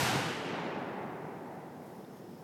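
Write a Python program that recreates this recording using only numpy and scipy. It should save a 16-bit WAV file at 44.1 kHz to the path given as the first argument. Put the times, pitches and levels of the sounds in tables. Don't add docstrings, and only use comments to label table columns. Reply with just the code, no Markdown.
import sys
import numpy as np
from scipy import signal
from scipy.fft import rfft, irfft, next_fast_len
from scipy.io import wavfile
from scipy.ndimage import uniform_filter1d

SR = 44100
rng = np.random.default_rng(int(sys.argv[2]) if len(sys.argv) > 2 else 0)


def file_out(sig):
    cols = np.atleast_2d(sig).T
    lim = np.clip(cols, -1, 1)
    pcm = np.round(lim * 32767).astype(np.int16)
    wavfile.write(sys.argv[1], SR, pcm)


def boost(x):
    u = np.asarray(x, float) / 20
    return 10 ** u


N = 107295


def unit(x):
    return x / np.sqrt(np.mean(np.abs(x) ** 2) + 1e-20)


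def along(points, hz):
    f, v = np.transpose(points)
    return np.interp(np.log(hz + 1), np.log(f + 1), v)


def filtered(x, response):
    m = next_fast_len(N + 8192)
    return irfft(rfft(x, m) * response(np.fft.rfftfreq(m, 1 / SR)), m)[..., :N]


def coloured_noise(points):
    return unit(filtered(rng.standard_normal(N), lambda hz: boost(along(points, hz))))


def hump(x, centre, width):
    return np.exp(-0.5 * ((x - centre) / width) ** 2)


def smooth_noise(length):
    return unit(uniform_filter1d(rng.standard_normal(N), size=length))


def rings(rows, rise_s):
    out = np.zeros(N + SR)
    t = np.arange(SR // 4) / SR
    onset = 1 - np.exp(-t / rise_s)
    for start_s, peak_db, pitch_hz, t60_s in rows:
        start = round(start_s * SR)
        out[start:start + len(t)] += boost(peak_db - 60 * t / t60_s) * onset * np.sin(2 * np.pi * pitch_hz * t)
    return out[:N]


# delay_s [s], level_db [dB]
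LAND_RETURNS = [(0, -34.5), (.15, -36), (.3, -39), (.4, -41), (.55, -38.5), (.75, -39.5), (1, -42),
                (1.2, -44.5), (1.5, -47.5), (1.8, -51), (2.1, -52), (2.43, -54.5)]
# frequency_hz [Hz], level_db [dB]
BLAST_SPECTRUM = [(30, -47), (90, -19), (150, 1), (420, -0.5), (600, -2.5), (1100, -4.5), (6000, -11.5),
                  (14000, -20)]
# frequency_hz [Hz], loss_db_per_s [dB per s of delay]
PATH_ABSORPTION = [(100, -3), (400, -3), (1000, 2), (2000, 5), (4000, 21.5), (8000, 41.5), (15000, 60)]
# delay_s [s], spread_s [s], centre_hz [Hz], spread_octaves [octaves], level_db [dB]
GROVES = [
    (0.14, 0.032, 800, 0.21, 1.5),
    (0.54, 0.068, 350, 0.32, 4),
    (1.6, 0.26, 780, 0.23, 3.5),
    (0.51, 0.11, 90, .5, 5),
    (0.42, 0.2, 2900, 0.19, 4),
]


def echo():
    size_db, patch_db = 1, 0.5
    leaf_hz, leaf_width_hz, leaf_db = 850, 150, 4
    trunks = unit(rng.standard_normal(N) * boost(size_db * smooth_noise(40)))
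    hz, t, z = signal.stft(trunks, SR, nperseg=1024, noverlap=896)

    leaf = leaf_db * np.exp(-((hz - leaf_hz) / leaf_width_hz) ** 4)
    top_cut = 12 * np.clip(hz / 1000 - 14, 0, None)
    colour = boost(along(BLAST_SPECTRUM, hz) - top_cut + leaf)
    middle = (hz > 300) & (hz < 1500)
    reference = np.sqrt(np.sum(colour[middle] ** 2) / len(hz))

    patches = uniform_filter1d(rng.standard_normal(z.shape), size=9, axis=0)
    patches = unit(uniform_filter1d(patches, size=24, axis=1))
    level = np.interp(t, *np.transpose(LAND_RETURNS)) + patch_db * patches
    level = level - np.outer(along(PATH_ABSORPTION, hz), t)
    for delay_s, spread_s, centre_hz, spread_octaves, level_db in GROVES:
        octaves = np.log2((hz + 1) / centre_hz)
        level = level + level_db * np.outer(hump(octaves, 0, spread_octaves), hump(t, delay_s, spread_s))
    return signal.istft(z * colour[:, None] / reference * boost(level), SR, nperseg=1024, noverlap=896)[1][:N]


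# start_s [s], peak_db [dB], pitch_hz [Hz]
BIG_FACES = [
    (0.029, -18, 141),
    (.092, -21.5, 758),
    (.147, -24.5, 268),
    (.156, -23, 130),
    (.260, -22, 152),
    (0.546, -29, 382),
    (1.05, -26.5, 217),
    (2.282, -33, 186),
]


def thumps():
    t60_s, rise_s = 0.057, 0.005
    return rings([(start_s, peak_db + 2, pitch_hz, t60_s) for start_s, peak_db, pitch_hz in BIG_FACES], rise_s)


# frequency_hz [Hz], level_db [dB]
NEAR_SPECTRUM = [(30, -41), (130, 13.5), (300, -21), (1500, 1), (5000, -13), (12000, -29), (14500, -48),
                 (16000, -60)]


def near_trees():
    level_db, hold_s, fall_db_per_s = -35, 0.17, 48
    t = np.arange(N) / SR
    past_hold_s = np.logaddexp(0, (t - hold_s) * 20) / 20
    return coloured_noise(NEAR_SPECTRUM) * boost(level_db - fall_db_per_s * past_hold_s)


# start_s [s], length_s [s], level_db [dB]
STROKES = [
    (1.77, .3, -68.5),
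    (2.16, .035, -72),
    (2.29, .2, -71),
    (1.4, .4, -80),
    (2.02, .3, -75),
]
# frequency_hz [Hz], level_db [dB]
CLOTH_SPECTRUM = [(1500, -30), (3000, -3), (6000, -2), (8000, -4), (12000, 0), (17000, -3)]
# start_s [s], peak_db [dB], pitch_hz [Hz], t60_s [s]
SMALL_TICKS = [
    (.9255, -58, 13000, .002),
    (2.047, -57, 3650, .02),
    (2.1695, -58, 3200, .015),
    (2.1695, -61, 8500, .004),
]


def gunner():
    t = np.arange(N) / SR
    stroke = np.zeros(N)
    for start_s, length_s, level_db in STROKES:
        stroke += boost(level_db) * np.sin(np.pi * np.clip((t - start_s) / length_s, 0, 1)) ** 0.5
    grain = boost(1.9 * smooth_noise(150))
    cloth_response = lambda hz: boost(along(CLOTH_SPECTRUM, hz))
    cloth = unit(filtered(grain * rng.standard_normal(N), cloth_response))

    squeak_s, squeak_length_s, squeak_hz = 2.05, 0.22, 5900
    squeak_db, second_harmonic_db = -77.5, 1
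    progress = np.clip((t - squeak_s) / squeak_length_s, 0, 1)
    wander = 1 + 0.015 * smooth_noise(100)
    pitch_hz = squeak_hz * (1 + 0.2 * progress) * wander
    phase = 2 * np.pi * np.cumsum(pitch_hz) / SR
    tone = np.sin(phase) + boost(second_harmonic_db) * np.sin(2 * phase)
    squeak = boost(squeak_db) * np.sin(np.pi * progress) * grain * tone
    return stroke * cloth + rings(SMALL_TICKS, 0.00024) + squeak


# frequency_hz [Hz], level_db [dB]
HUM_SPECTRUM = [(30, -66), (100, -7), (160, 3.5), (500, -21.5), (1500, -25), (3000, -28), (8000, -35),
                (17000, -35)]


def background():
    hum_db, insect_hz, insect_width_hz = -55, 5250, 320
    insect_db, swell_db, swell_s = -80.5, 5, 1.9
    gain_dip_db, gain_back_s = -7.5, 0.66
    t = np.arange(N) / SR
    hum = boost(hum_db) * coloured_noise(HUM_SPECTRUM)
    insects = unit(filtered(rng.standard_normal(N), lambda hz: hump(hz, insect_hz, insect_width_hz)))
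    swell = boost(insect_db + swell_db * np.tanh((t - swell_s) * 10))
    gain = boost(gain_dip_db * np.exp(-(t / gain_back_s) ** 2))
    return gain * (hum + swell * insects)


def scene():
    return (echo() + thumps() + near_trees() + gunner() + background())[None]


# time_s [s], edge_hz [Hz]
TREBLE_EDGE = [(0, 15800), (.1, 15000), (.3, 14300), (.45, 14300), (.55, 15500), (.6, 18000)]


def treble_dropouts(x):
    gap_from_hz, gap_share, gap_rest = 6500, 0.4, 0.06
    gap_peak_s, gap_spread_s = 0.68, 0.28
    hz, t, z = signal.stft(x, SR, nperseg=2048)
    edge_hz = np.interp(t, *np.transpose(TREBLE_EDGE))
    share = gap_rest + gap_share * np.exp(-((t - gap_peak_s) / gap_spread_s) ** 2)
    luck = rng.random((len(hz) // 8 + 1, len(t) // 2 + 1))
    luck = np.repeat(np.repeat(luck, 8, axis=0), 2, axis=1)[:len(hz), :len(t)]
    height = np.clip(hz / gap_from_hz - 1, 0, 1)[:, None] ** 0.5
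    below_edge = hz[:, None] < edge_hz + 900 * (luck - 0.5)
    keep = below_edge & (luck > share * height)
    return signal.istft(z * keep, SR, nperseg=2048)[1][..., :N]


def band_limit(x):
    return signal.sosfilt(signal.butter(12, 17180, fs=SR, output="sos"), x)


def record(dry):
    low_hz, top_hz = 45.3, 17150
    microphone = lambda hz: (hz < top_hz) * (1j * hz / (low_hz + 1j * hz)) ** 2
    mix = treble_dropouts(filtered(dry, microphone))
    return band_limit(mix)


dry = scene()
out = record(dry)
file_out(out)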